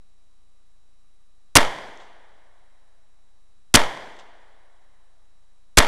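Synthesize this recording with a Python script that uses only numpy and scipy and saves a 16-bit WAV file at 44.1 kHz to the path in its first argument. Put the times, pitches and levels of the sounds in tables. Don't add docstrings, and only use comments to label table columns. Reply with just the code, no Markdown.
import sys
import numpy as np
from scipy import signal
from scipy.fft import rfft, irfft, next_fast_len
from scipy.io import wavfile

SR = 44100
rng = np.random.default_rng(int(sys.argv[2]) if len(sys.argv) > 2 else 0)


def unload_audio(sound):
    columns = np.transpose(np.atleast_2d(sound))
    steps = np.round(np.clip(columns, -1, 1) * 32767)
    wavfile.write(sys.argv[1], SR, steps.astype(np.int16))


N = 258867
TIME = np.arange(N) / SR
FREQS = np.maximum(np.arange(N // 2 + 1) * SR / N, 1)

CRACK_DELAY_S, CRACK_HOLD_S = 0.00074, 0.0027
GAS_DELAY_S, GAS_HOLD_S = 0.0042, 0.0042
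BOUNCE_DELAY_S, BOUNCE_HOLD_S = 0.0115, 0.0087

# (time [s], blast gain [dB], echo gain [dB], gas push [dB], suction [dB], thump [dB])
PISTOL_SHOTS = [(1.553, -0.5, -1, -27.5, -14.5, -3), (3.7402, -1.5, -1.5, -6.5, -16, -17.5),
                (5.7712, -1.5, -1, -6.5, -5.5, -34)]
def blasts():
    crack = from_db(-0.5) * surge(CRACK_DELAY_S, CRACK_HOLD_S) * choked_noise(1600, 8800, share=0.45)
    gas = surge(GAS_DELAY_S, GAS_HOLD_S) * choked_noise(162, 1693.5, share=0.12)
    bounces = surge(BOUNCE_DELAY_S, BOUNCE_HOLD_S) * choked_noise(260, 5200, share=0.07)
    thud = surge(BOUNCE_DELAY_S, BOUNCE_HOLD_S, release_s=0.0035) * choked_noise(220, 218, share=0)
    overload_s = BOUNCE_DELAY_S + BOUNCE_HOLD_S - GAS_DELAY_S
    spits = surge(GAS_DELAY_S, overload_s, release_s=0.002) * choked_noise(1900, 9264, share=0.4)
    return crack + gas + bounces + from_db(-12) * thud + from_db(-4) * spits


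def surge(delay_s, hold_s, release_s=0.00012, attack_s=0.0004):
    loudness = np.zeros(N)
    for start, blast_db, *_ in PISTOL_SHOTS:
        age = TIME - start - delay_s
        rise = np.clip(age / attack_s + 0.5, 0, 1)
        fall = np.exp(-np.clip((age - hold_s) / release_s, 0, 20))
        loudness += from_db(blast_db) * rise * fall
    return loudness


def choked_noise(low_hz, high_hz, share, flicker_hz=4200, leak_db=-22):
    band = 1 / np.sqrt((1 + (low_hz / FREQS) ** 2) * (1 + (FREQS / high_hz) ** 4))
    passing = np.interp(TIME * flicker_hz, np.arange(N), rng.random(N) > share)
    return np.maximum(passing, from_db(leak_db)) * noise(band)


def pressure_swing(recovery_db=-15, thump_hz=128, thump_s=0.008):
    out = np.zeros(N)
    for start, _, _, push_db, suction_db, thump_db in PISTOL_SHOTS:
        gas_start = start + GAS_DELAY_S
        low_tone = np.sin(2 * np.pi * thump_hz * (TIME - gas_start))
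        out += from_db(push_db) * swell(gas_start, rise_s=0.0015)
        out += from_db(thump_db) * burst(gas_start, thump_s) * low_tone
        out -= from_db(suction_db) * swell(start + 0.016, rise_s=0.0028)
        out += from_db(recovery_db) * swell(start + 0.026, rise_s=0.031)
    return out


def echoes():
    answer = trunk_echoes() + hillside_roll()
    return sum(from_db(echo_db) * np.pad(answer, (int(start * SR), 0))[:N]
               for start, _, echo_db, *_ in PISTOL_SHOTS)


BIG_TRUNK_DELAYS = [.0327, .0543, .0620, .0777, .0975, .2342]
# (frequency [Hz], relative level [dB])
TRUNK_TONE = [(50, -1), (120, 1.5), (250, -1), (420, -1.5), (700, 2), (1350, 2.5), (1800, -1), (2500, -7.5),
              (3400, -7), (4300, -13.5), (7000, -19), (10000, -23.5), (13000, -27), (16000, -42)]
def trunk_echoes(level_db=-4.5, big_db=6, big_width_s=0.0017, build_s=0.028, near_s=0.037):
    big_echoes = sum(np.exp(-np.minimum(((TIME - delay) / big_width_s) ** 2, 20))
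                     for delay in BIG_TRUNK_DELAYS)
    build_up = np.minimum(TIME / build_s, 1) ** 4
    distance_fade = (1 + TIME / near_s) ** -1.765
    size = next_fast_len(N)
    spectrum = rfft(noise(tone_gain(TRUNK_TONE) * ground_reflection()), size)
    hz = np.maximum(np.arange(size // 2 + 1) * SR / size, 1)
    centres_hz = np.geomspace(110, 15000, 12)
    scattered = np.zeros(N)
    for centre, this_band in zip(centres_hz, np.eye(len(centres_hz))):
        band_gain = np.interp(np.log(hz), np.log(centres_hz), this_band)
        band = irfft(spectrum * band_gain, size)[:N]
        scattered += band * from_db(-loss_db_per_s(centre) * TIME)
    return from_db(level_db + big_db * big_echoes) * build_up * distance_fade * scattered


def loss_db_per_s(hz, everywhere=5.5):
    ground = 24 / (1 + (hz / 246) ** 6)
    air = 10 * (hz / 5500) ** 1.6
    return everywhere + ground + air


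def ground_reflection(lag_s=0.00076, strength=0.45, rough_hz=3700):
    reflection = strength / (1 + (FREQS / rough_hz) ** 4)
    return np.abs(1 - reflection * np.exp(-2j * np.pi * FREQS * lag_s))


def hillside_roll(level_db=-43, delay_s=0.18, rise_s=0.074, low_hz=60, high_hz=1700):
    dull_band = 1 / np.sqrt((1 + (FREQS / high_hz) ** 4) * (1 + (low_hz / FREQS) ** 4))
    return noise(ground_reflection() * dull_band, from_db(level_db) * swell(delay_s, rise_s))


# (time [s], level [dB], fade time [s])
CASE_LANDINGS = [(1.974, -45, 0.0012), (2, -55, 0.044), (4.166, -50, 0.0036), (4.189, -45, 0.0045),
                 (4.1960, -49.5, 0.014)]
# (frequency [Hz], relative level [dB])
LEAF_TONE = [(1500, -15), (3200, 9), (5000, -0.5), (7800, -4), (9500, -22), (15000, -31)]
def falling_cases():
    crackles = sum(from_db(db) * burst(start, fade_s) for start, db, fade_s in CASE_LANDINGS)
    return noise(tone_gain(LEAF_TONE), crackles)


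# (frequency [Hz], relative level [dB])
HISS_TONE = [(10, -1), (28, -7.5), (42, -12.5), (70, -10.5), (100, -19), (160, -20), (350, -27),
             (850, -26.5), (1500, -31.5), (3000, -34), (9000, -36.5), (12500, -45.5), (16000, -62.5)]
# (frequency [Hz], average level [dB])
HUM_NOTES = [(28.5, -65), (57, -80), (85.5, -87)]
# (frequency [Hz], average level [dB])
WHINE_NOTES = [(1200, -85.5), (3892, -80.5), (5599, -88.5), (7402, -89.5), (9598, -87.5)]
def background(hiss_db=-65.5):
    notes = sum(from_db(db) * np.sqrt(2) * np.sin(2 * np.pi * (hz * TIME + rng.random()))
                for hz, db in [*HUM_NOTES, *WHINE_NOTES])
    return from_db(hiss_db) * noise(tone_gain(HISS_TONE)) + notes


def from_db(db):
    return 10 ** (np.asarray(db) / 20)


def tone_gain(table):
    hz, db = np.array(table).T
    return from_db(np.interp(np.log(FREQS), np.log(hz), db))


def noise(gain, loudness=1):
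    size = next_fast_len(N)
    tone = np.interp(np.arange(size // 2 + 1) * SR / size, FREQS, gain)
    tone /= np.sqrt(np.mean(tone ** 2) + 1e-20)
    white = loudness * rng.standard_normal(N)
    return irfft(rfft(white, size) * tone, size)[:N]


def burst(start, fade_s):
    return (TIME >= start) * np.exp(-np.clip((TIME - start) / fade_s, 0, 60))


def swell(start, rise_s):
    progress = np.clip((TIME - start) / rise_s, 0, 60)
    return progress * np.exp(1 - progress)


def scene():
    return (blasts() + pressure_swing() + echoes() + falling_cases() + background())[None]


def record(dry, offset=-0.0078, ceiling=0.86, treble_hz=11900, cutoff_hz=15800):
    off_centre = dry + offset
    squashed = ceiling * off_centre / (ceiling ** 4 + off_centre ** 4) ** (1 / 4)
    softened = signal.sosfilt(signal.butter(4, treble_hz, fs=SR, output="sos"), squashed)
    return signal.sosfilt(signal.ellip(10, 0.1, 80, cutoff_hz, fs=SR, output="sos"), softened)


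dry = scene()
out = record(dry)
unload_audio(out)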